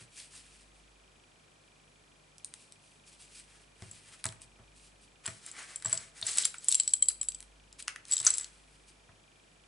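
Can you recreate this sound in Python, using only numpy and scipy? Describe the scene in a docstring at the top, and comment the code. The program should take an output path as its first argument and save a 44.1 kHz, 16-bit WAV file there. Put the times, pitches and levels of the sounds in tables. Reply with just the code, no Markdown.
"""A small room, close to a cutting mat on a table: fingers smooth and pick at paper strips.
Scissors with a beaded metal charm are dragged off, swing and jangle, snip a strip and are put down.
Struck metal and the thumped table are damped modes; ticks, clicks and knocks are short bursts of band noise;
rubbed and cut paper and the drag over the mat are noise shaped by speed. Under it lie room hiss, mains hum,
a thin whine and the camera's faint falling chirp, 25 times a second."""
import sys
import numpy as np
from scipy import signal
from scipy.fft import rfft, irfft, next_fast_len
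from scipy.io import wavfile
from scipy.ndimage import map_coordinates

SR = 44100
rng = np.random.default_rng(int(sys.argv[2]) if len(sys.argv) > 2 else 0)


def generate_wav(signal):
    """Clip the signal to [-1, 1] and save it as 16-bit WAV at the path in sys.argv[1]."""
    frames = np.transpose(np.atleast_2d(signal))
    scaled = np.clip(frames, -1, 1) * 32767
    pcm = np.round(scaled).astype(np.int16)
    wavfile.write(sys.argv[1], SR, pcm)


N = 426447

# Every level_db below is a setting within its table; the functions add a common offset.
# Beads strike the charm: start_s, level_db, pitch_hz, clack_db and sizzle_db (both relative to the ring)
CHARM_STRIKES = [(3.9127, -36.5, 7800, -17, -13), (4.2648, -34.5, 7760, -1, -11),
                 (5.2625, -25, 7700, -12, -12), (5.463, -38.5, 7500, -10, -2),
                 (5.5143, -34, 7660, -19, -20), (5.7594, -29.5, 7650, -13.5, -2),
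                 (5.8474, -25, 7800, -18, -21), (5.8581, -19.5, 7730, -20.5, -28),
                 (5.9279, -15, 7790, -18.5, -25), (5.9753, -27.5, 7700, -5, -27),
                 (6.2672, -22, 7780, -25, -16), (6.3837, -16.5, 7870, -7.5, -10),
                 (6.4519, -18.5, 7430, -7, -8), (6.583, -36, 7760, -12, -9),
                 (6.6844, -12, 7720, -18, -13.5), (6.7241, -22, 7900, -2.5, -2),
                 (6.7514, -16.5, 7550, -15, -14), (6.7993, -11, 7740, -11.5, -30),
                 (6.8768, -18.5, 7880, -10.5, -18), (6.9356, -11.5, 7800, -19, -11.5),
                 (7.0245, -11, 7800, -37, -18), (7.0855, -12, 7820, -24, -6.5),
                 (7.2129, -20.5, 7750, -21, -21), (7.2858, -20.5, 7800, -16.5, -11.5),
                 (7.347, -32.5, 7920, -8, -10), (7.727, -49, 7530, 0, -5), (7.8248, -39.5, 7940, -4, -4),
                 (8.1125, -23, 7770, -17.5, -22), (8.122, -18, 7770, -11.5, -23),
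                 (8.1344, -15, 7730, -16.5, -28), (8.167, -21.5, 7700, -9, -28),
                 (8.2013, -22.5, 7850, -9, -14), (8.2753, -17.5, 7770, -12, -9),
                 (8.304, -16.5, 7890, -19, -14.5), (8.3386, -21.5, 7640, -12, -20),
                 (8.3822, -26.5, 7670, -5.5, -0.5), (8.4106, -27, 7720, -30, -24)]
# The charm is shaken and its beads jostle: start_s, end_s, level_db
CHARM_SHAKES = [(5.868, 5.97, -35.5), (6.27, 6.43, -31), (6.689, 6.75, -25.5), (6.89, 6.93, -34.5),
                (8.119, 8.15, -22.5), (8.172, 8.25, -30), (8.299, 8.44, -34)]
# Other modes of the charm, beside its main note: pitch_hz, level_db, t60_s
CHARM_MODES = [(3164, -32, 0.058), (4160, -34, 0.015), (7370, -19, 0.032), (7640, -25, 0.079),
               (7740, -28.5, 0.03), (7540, -22.5, .025), (9100, -31.5, 0.012), (9600, -30, 0.033)]
# The scissors land on the mat: start_s, level_db
LANDINGS = [(8.2661, 1.5)]
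# Modes of the steel blades: pitch_hz, level_db, t60_s
BLADE_MODES = [(4780, -7.5, 0.026), (5270, -12.5, .02), (5380, -18.5, .045), (5740, -3.5, .032),
               (6000, -2.5, .018), (6280, 3, .024), (6830, 1.5, 0.015), (7730, 0.5, 0.027),
               (8710, -8.5, 0.024)]
# The blades shut and spring open: start_s, level_db, handle_knock_db
BLADE_CLICKS = [(7.8803, -20, -6), (7.9605, -32.5, -6)]
# Hollow knocks of the plastic handles and beads: start_s, level_db, pitch_hz
HOLLOW_KNOCKS = [(6.226, -22, 3900), (6.436, -27.5, 3640), (6.446, -26.5, 4940), (7.0234, -33.5, 4020),
                 (7.0851, -21.5, 4580)]
# Dry ticks of nails, paper edges and handles: start_s, level_db, low_db and top_db (relative to the middle band)
DRY_TICKS = [(0.176, -38, -11, -9), (0.201, -37, -14, -18), (2.3824, -34, -33, -1), (2.4461, -24, -22, 9),
             (2.5389, -28.5, -12, 0.5), (2.7228, -36, -26, 0.5), (3.3983, -35.5, -5, 14),
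             (3.8222, -36, -6, -11), (4.2413, -21, -6.5, 0.5), (4.2552, -17, 3, 13.5),
             (4.289, -30.5, -16, -6), (4.324, -35.5, 4, 5), (4.4184, -35, -19, 11),
             (5.2579, -26.5, 1, -1.5), (5.2775, -24, -1, 3.5), (5.8237, -31, -2, 0),
             (6.2143, -26.5, -15, 6), (6.3731, -16, -4.5, 10), (6.453, -13, -11.5, 6.5),
             (6.542, -32.5, 6, 2), (6.6448, -28.5, -13, 16), (6.746, -10.5, -29, 11.5),
             (7.104, -29, -8.5, -0.5), (7.2304, -23.5, -15.5, 6.5), (7.4045, -30.5, -12, 6),
             (7.427, -37, -9, 2), (8.053, -36, -21, -6), (8.0834, -35.5, -7, 13.5), (8.26, -20, -29, 14.5),
             (8.3559, -32, -12, 22)]
# Fingers stroke the paper; at 7.8 s the scissors crunch through a strip:
# fastest_s, length_s, hiss_db, mat_db (relative to the hiss)
PAPER_RUBS = [(0.005, 0.066, -52.5, -6.5), (.19, 0.13, -52, -14), (.35, 0.09, -53, -12),
              (.49, 0.28, -61, -8), (.77, 0.1, -69.5, -5), (2.6, 0.2, -63, -18), (2.88, 0.18, -64, -19),
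              (3.1, 0.11, -59, -15), (3.23, 0.086, -57.5, -14), (3.36, 0.12, -55, -13.5),
              (3.54, 0.24, -66.5, -3), (3.84, 0.15, -62.5, -2.5), (3.94, 0.22, -59, -10),
              (4.1, 0.17, -57, -4.5), (4.425, 0.042, -58, -13), (4.82, 0.15, -62, -27),
              (5.03, 0.054, -63, -23), (7.8, 0.028, -49, -11.5), (8.56, 0.63, -68.5, -4.5),
              (8.89, .06, -61.5, -16.5)]
# Scissors and beads drag over the mat: fastest_s, length_s, hiss_db, mat_db (relative to the hiss)
DRAG_RUBS = [(5.275, .06, -50.5, -0.5), (5.36, .15, -58, -8.5), (5.47, .1, -52.5, -7),
             (5.59, 0.096, -48.5, 1), (5.68, .16, -54, -1), (5.9, .17, -51, -2), (6.01, .13, -54, -3),
             (6.18, .08, -56, -4.5), (6.29, .11, -38.5, -12), (6.385, .14, -37.5, -12),
             (6.55, .05, -54, -8), (6.64, .06, -52.5, -19.5), (6.74, .17, -47, -17),
             (8.135, .11, -46, -9.5), (8.275, 0.089, -44.5, -5.5), (8.37, .16, -54, -5.5)]
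# Spectra of the paper, the drag, and the sounding mat: freq_hz, relative_db
PAPER_SPECTRUM = [(1180, -38), (2000, -14.5), (2160, -10.5), (2440, -3.5), (3560, -6.5), (4710, -4),
                  (6260, -6.5), (9070, -1), (11000, -9.5), (14300, -46), (22000, -120)]
DRAG_SPECTRUM = [(1180, -26), (2000, -14.5), (3770, -8.5), (4020, -7), (5130, -7), (5960, -8), (8150, -4.5),
                 (8820, -5), (10200, -7), (11000, -18), (14300, -46), (22000, -120)]
MAT_SPECTRUM = [(150, -33), (350, -12.5), (900, -11.5), (1550, -2.5), (2100, -3), (3200, -10.5),
                (6000, -49.5)]
# Hands and scissors bump the table: start_s, level_db, hardness_db
TABLE_BUMPS = [(0.011, -51.5, -22), (0.336, -61, 3), (1.87, -64, -4), (3.821, -39.5, -16), (4.253, -36, -1),
               (4.588, -50.5, -14), (5.276, -38.5, -3), (5.853, -38.5, 0), (5.927, -40.5, 1.5),
               (6.224, -46.5, 0.5), (8.205, -46, -3), (8.264, -47, 0.5), (9.091, -51.5, -3.5)]
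# Modes of the table, before the hardness weighting: pitch_hz, level_db, t60_s
TABLE_MODES = [(86, -3.5, .2), (101.3, -0.5, 0.23), (118, 8, 0.13), (164.4, -1.5, 0.26), (206, 1, 0.13),
               (241, -3, 0.057), (357, -1, 0.052), (633, -4.5, 0.1), (659, 1, 0.2)]
# Spectrum of the room hiss: freq_hz, relative_db
AIR_SPECTRUM = [(41, -34), (70, -10.5), (174, -7), (380, -9), (423, -9), (703, -10.5), (945, -12),
                (1380, -13.5), (2160, -15.5), (2400, -15), (2960, -17), (11000, -24), (14300, -60.5),
                (22000, -120)]
# Mains overtones: multiple of the mains pitch, level_db (before a slow wobble)
HUM_OVERTONES = [(2, -77), (3, -74.5)]
# Drift of the beating low hum: time_s, gain_db
HUM_DRIFT = [(.8, 0.5), (2.1, -7.5), (3.4, -2.5), (4.7, 1), (6, -5), (7.4, 4), (8.7, -0.5)]
# Falling pitch of the camera chirp: time_in_cycle_s, pitch_hz
CHIRP_PITCH = [(0, 3610), (.0025, 2750), (.0045, 2409), (.011, 2400), (.04, 2180)]
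# Loudness contour of the chirp: time_in_cycle_s, relative_db
CHIRP_LEVEL = [(0, 2.5), (.001, 5.5), (.004, -1), (.01, -0.5), (.014, -8.5), (.02, -39), (.04, -41)]
# Left-right likeness of diffuse sound at the microphone pair: freq_hz, correlation (-1 to 1)
MIC_LIKENESS = [(60, 0.41), (140, 0.82), (340, 0.42), (820, -0.06), (1950, -0.037), (4660, 0.45),
                (11100, 0.74)]
# Decay of the room tail, before early sound is added: freq_hz, t60_s
WALL_DECAY = [(150, 0.67), (1500, 0.47), (5000, 0.3), (10000, 0.28)]

TIME = np.arange(N) / SR  # s
AGE = np.arange(SR // 3) / SR  # s since a contact
RING_HZ, RING_SCATTER_HZ, RING_T60_S = 7750, 119.3, 0.027  # main note of the charm; scatter while jostling
GRAZE_LEAD_S, GRAZE_DB = 0.0024, -28.5
JOSTLES_PER_S, JOSTLE_SCATTER_DB = 75, 3
MAINS_HZ, BEAT_S, BEAT_CREST_S = 50.04, 1.321, 0.77
MAINS_DB, MOTOR_DB = -73.5, -66.5  # before the hum drift
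WHINE_HZ, WHINE_DB = 7790, -80.5
CHIRP_CYCLE_S = 0.04
BAND_LIMIT_HZ = 11050


def charm():
    """Clear strikes as the charm swings, each just after a light graze."""
    out = np.zeros(N)
    for start_s, level_db, pitch_hz, clack_db, sizzle_db in CHARM_STRIKES:
        graze = crack(5000, 10410, t60=0.02)
        add(out, start_s - GRAZE_LEAD_S, amp(level_db + GRAZE_DB) * graze)
        add(out, start_s, amp(level_db + 2.5) * strike(pitch_hz, clack_db, sizzle_db))
    return out


def strike(pitch_hz, clack_db, sizzle_db):
    """A bead cracks against the charm: damped modes ring briefly under bursts of contact noise."""
    main_note = np.sin(2 * np.pi * pitch_hz * AGE) * fade(RING_T60_S)
    tone = to_peak_one(main_note + ring(CHARM_MODES, scatter_db=2.5))
    tone *= 1 - np.exp(-AGE / 0.0003)  # soften the onset
    clack = amp(clack_db + 5) * crack(3300, 7200, t60=0.014)
    sizzle = amp(sizzle_db + 5.5) * crack(8000, 9840, t60=0.012)
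    dull_knock = amp(-32) * crack(480, 2500, t60=0.029)
    return tone + clack + sizzle + dull_knock


def jostle(clack_db, sizzle_db, colour_scatter_db):
    """While the charm is shaken, further strikes follow each other unevenly, one at random in each slot."""
    out = np.zeros(N)
    slot_s = 1 / JOSTLES_PER_S
    for start_s, end_s, level_db in CHARM_SHAKES:
        for slot in np.arange(start_s, end_s - slot_s / 2, slot_s):
            size, pitch, clack, sizzle = rng.standard_normal(4)
            hit = strike(RING_HZ + RING_SCATTER_HZ * pitch,
                         clack_db + colour_scatter_db * clack,
                         sizzle_db + colour_scatter_db * sizzle)
            hit_db = level_db + JOSTLE_SCATTER_DB * size
            add(out, slot + rng.random() * slot_s, amp(hit_db) * hit)
    return out


def chain(count, spread_s, level_db):
    """After each clear strike the small links settle with a few light ticks, later ones weaker on the whole."""
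    out = np.zeros(N)
    for start_s, strike_db, *_ in CHARM_STRIKES:
        for wait, size, pitch in rng.random((count, 3)):
            note = 0.4 * np.sin(2 * np.pi * (7550 + 450 * pitch) * AGE) * fade(0.033)
            link = note + crack(3700, 10510, t60=0.00664)
            weight_db = min(strike_db, -17)  # the links are too light to follow a hard strike
            link_db = weight_db + level_db - 10 * size - 7.7 * wait
            add(out, start_s + spread_s * wait, amp(link_db) * link)
    return out


def landing():
    """The steel blades slap the mat one after the other; their damped modes ring shortly."""
    out = np.zeros(N)
    for start_s, level_db in LANDINGS:
        for lag_s in (0, 0.003):
            steel = to_peak_one(ring(BLADE_MODES, scatter_db=1.5))
            contact = 0.323 * crack(5700, 8900, t60=0.012) + 0.062 * crack(1300, 1700, t60=0.024)
            add(out, start_s + lag_s, amp(level_db - 7.5) * to_peak_one(steel + contact))
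    return out


def scissors():
    """The blades click against their hollow plastic handles; handles and beads knock as narrow noise bursts."""
    out = np.zeros(N)
    for start_s, level_db, knock_db in BLADE_CLICKS:
        handles = crack(1400, 2800, t60=0.011) + amp(-14.5) * crack(1300, 2800, t60=0.12)
        click = to_peak_one(crack(4200, 9800, t60=0.0074) + amp(knock_db + 5.5) * handles)
        add(out, start_s - 0.004, amp(level_db - 14.5) * click)  # a light touch just before
        add(out, start_s, amp(level_db + 3.5) * click)
    for start_s, level_db, pitch_hz in HOLLOW_KNOCKS:
        knock = crack(0.88 * pitch_hz, 1.11 * pitch_hz, t60=0.01725)
        add(out, start_s, amp(level_db + 0.5) * knock)
    return out


def ticks():
    """Small dry contacts in three bands of noise, the low one lasting longest."""
    out = np.zeros(N)
    for start_s, level_db, low_db, top_db in DRY_TICKS:
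        low = amp(low_db - 4) * crack(1100, 2400, t60=0.035)
        middle = crack(2900, 6500, t60=0.0057)
        top = amp(top_db) * crack(7900, 9800, t60=0.0067)
        add(out, start_s, amp(level_db) * to_peak_one(low + middle + top))
    return out


def drag():
    """Scissors and beads slide over the mat: friction hiss, with the mat sounding beneath."""
    return rub(DRAG_RUBS, DRAG_SPECTRUM, rise_share=0.43, edge_db=8, grain_db=1.5, hiss_db=0.5, body_db=-0.5)


def paper():
    """Fingers stroke paper and scissors cut it: friction hiss, with the mat sounding beneath."""
    return rub(PAPER_RUBS, PAPER_SPECTRUM, rise_share=0.41, edge_db=9, grain_db=2.0, hiss_db=0.5, body_db=-1.0)


def rub(movements, spectrum, rise_share, edge_db, grain_db, hiss_db, body_db):
    """Dense uneven slips, swelling as a movement speeds up; length_s spans the points edge_db below the peak."""
    hiss_power, body_power = np.zeros((2, N))
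    for fastest_s, length_s, level_db, mat_db in movements:
        share = np.where(TIME < fastest_s, rise_share, 1 - rise_share)
        reach = (TIME - fastest_s) / (length_s * share)
        near = np.abs(reach) < 2
        power = amp(level_db - edge_db * reach[near] ** 2) ** 2
        hiss_power[near] += power
        body_power[near] += power * amp(mat_db) ** 2
    unevenness_db = grain_db * wobble(900) + 2.6 * wobble(45)
    slips = rng.standard_normal((2, N)) * amp(unevenness_db)
    hiss = amp(hiss_db) * np.sqrt(hiss_power) * coloured(slips[0], spectrum)
    body = amp(body_db) * np.sqrt(body_power) * coloured(slips[1], MAT_SPECTRUM)
    return hiss + body


def table():
    """Blows swell into the table's modes; harder ones reach the upper modes and make loose things clatter."""
    out = np.zeros(N)
    for start_s, level_db, hardness_db in TABLE_BUMPS:
        weight = [(120, -0.32), (160, -0.89), (400, -0.5), (600, hardness_db + 2.0)]  # freq_hz, gain_db
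        modes = [(hz, mode_db + along(weight, hz), t60) for hz, mode_db, t60 in TABLE_MODES]
        swell = 1 - np.exp(-AGE / 0.0037)
        thud = to_peak_one(ring(modes, scatter_db=2.5) * swell) + 0.44 * crack(250, 1000, t60=0.2)
        clatter = amp(hardness_db + 7.0) * crack(900, 2000, t60=0.037)
        add(out, start_s, amp(level_db - 1.5) * (thud + clatter))
    return out


def background():
    """Diffuse room hiss on the microphone pair, with hum, whine and chirp the same on both sides."""
    air = amp(-63.5) * unit(microphone_pair(coloured(rng.standard_normal((2, N)), AIR_SPECTRUM)))
    return air + hum() + whine() + chirp()


def hum():
    """Mains hum with overtones, beating against a slightly slower motor that swells and partly cancels it."""
    phase = 2 * np.pi * MAINS_HZ * TIME
    slip = 2 * np.pi * (TIME - BEAT_CREST_S) / BEAT_S
    mains = amp(MAINS_DB) * np.sin(phase)
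    motor = amp(MOTOR_DB) * np.sin(phase - slip)
    drift = amp(np.interp(TIME, *np.transpose(HUM_DRIFT)))
    overtones = sum(amp(level_db + wobble(1.2)) * np.sin(k * phase) for k, level_db in HUM_OVERTONES)
    return (mains + motor) * drift + overtones


def whine():
    """A thin tone of even level whose phase wavers."""
    return amp(WHINE_DB) * np.sin(2 * np.pi * WHINE_HZ * TIME + wobble(60))


def chirp():
    """The camera's falling chirp once a frame: a swept sine with a wavering level and phase."""
    cycle_s = (TIME + 0.0025) % CHIRP_CYCLE_S
    sweep = np.cumsum(np.interp(AGE, *np.transpose(CHIRP_PITCH))) / SR  # turns since the cycle began
    phase = 2 * np.pi * np.interp(cycle_s, AGE, sweep) + 0.47 * wobble(400)
    level_db = np.interp(cycle_s, *np.transpose(CHIRP_LEVEL)) + 1.5 * wobble(60)
    return amp(-66.0) * amp(level_db) * np.sin(phase)


def place(x, left_db, room_db):
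    """A source with its share of the room; left_db is how much louder the left side is set."""
    reflected = amp(room_db) * microphone_pair(room(x, early_db=3.0))
    return (x + reflected) * amp([[left_db / 2], [-left_db / 2]])


def room(x, early_db):
    """Decaying noise as reflections: close surfaces first, then the walls, unalike in its two channels."""
    hz, t, z = signal.stft(rng.standard_normal((2, SR // 2)), SR, nperseg=256)
    decay = np.exp(-np.log(1000) * t / along(WALL_DECAY, hz)[:, None])
    tail = signal.istft(z * decay, SR, nperseg=256)[1][:, :len(AGE)]
    tail *= 1 + amp(early_db) * fade(0.11)
    tail *= 1 - np.exp(-AGE / 0.003)
    return signal.fftconvolve(x[None], tail / np.linalg.norm(tail[0]), axes=1)[:, :N]


def microphone_pair(pair):
    """Mix two unrelated signals as mid and side, so that left and right are as alike as in a diffuse sound."""
    def mid_side(hz):
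        """Gains whose squares differ by the wanted correlation."""
        turn = np.arccos(np.clip(along(MIC_LIKENESS, hz), -1, 1)) / 2
        return np.array([np.cos(turn), np.sin(turn)])
    mid, side = filtered(pair, mid_side)
    return np.array([mid + side, mid - side])


def ring(modes, scatter_db):
    """Damped modes, with new strengths and signs for each blow."""
    out = np.zeros(len(AGE))
    for hz, level_db, t60 in modes:
        strength = amp(level_db + scatter_db * rng.normal()) * rng.choice([-1, 1])
        out += strength * fade(t60) * np.sin(2 * np.pi * hz * AGE)
    return out


def crack(lo_hz, hi_hz, t60):
    """A short burst of contact noise in a band, peak 1."""
    band = signal.butter(2, [lo_hz, min(hi_hz, SR / 2 - 1)], 'band', fs=SR, output='sos')
    return to_peak_one(signal.sosfilt(band, rng.standard_normal(len(AGE)) * fade(t60)))


def fade(t60):
    """Free decay after a contact, 60 dB down after t60 seconds."""
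    return np.exp(-np.log(1000) * AGE / t60)


def wobble(rate):
    """A smooth random curve, rate knots a second."""
    return map_coordinates(rng.standard_normal(int(N * rate / SR) + 4), [TIME * rate])


def coloured(x, spectrum):
    """x through a spectrum, at rms 1."""
    return unit(filtered(x, lambda hz: amp(along(spectrum, hz))))


def filtered(x, response):
    """x times a response of frequency."""
    m = next_fast_len(N + SR // 2)
    return irfft(rfft(x, m) * response(np.fft.rfftfreq(m, 1 / SR)), m)[..., :N]


def along(points, hz):
    """Read (Hz, value) points on a log frequency axis."""
    f, v = np.transpose(points)
    return np.interp(np.log(hz + 1), np.log(f + 1), v)


def add(track, start_s, sound):
    """Mix a sound into the track at start_s."""
    i = max(0, round(start_s * SR))
    track[i:i + len(sound)] += sound[:max(0, N - i)]


def amp(db):
    """Decibels to gain."""
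    return 10 ** (np.asarray(db) / 20)


def unit(x):
    """Scale to rms 1."""
    return x / np.sqrt(np.mean(x ** 2) + 1e-20)


def to_peak_one(x):
    """Scale to peak 1."""
    return x / np.abs(x).max()


def scene():
    """Everything on the table, over the background."""
    beads = charm() + jostle(clack_db=-11, sizzle_db=-10.5, colour_scatter_db=6)
    beads += chain(count=3, spread_s=0.051, level_db=-6.5)
    metal = place(beads + landing(), left_db=2.0, room_db=-11)
    contacts = place(scissors() + ticks(), left_db=1.0, room_db=-8.5)
    friction = place(drag(), left_db=1.1, room_db=-6.5) + place(paper(), left_db=0.8, room_db=-7.0)
    thumps = place(table(), left_db=-0.8, room_db=-7.0)
    return metal + contacts + friction + thumps + background()


def record(dry):
    """The camera's band limit: a very steep low-pass."""
    return filtered(dry, lambda hz: 1 / np.sqrt(1 + (hz / BAND_LIMIT_HZ) ** 160))


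dry = scene()
out = record(dry)
generate_wav(out)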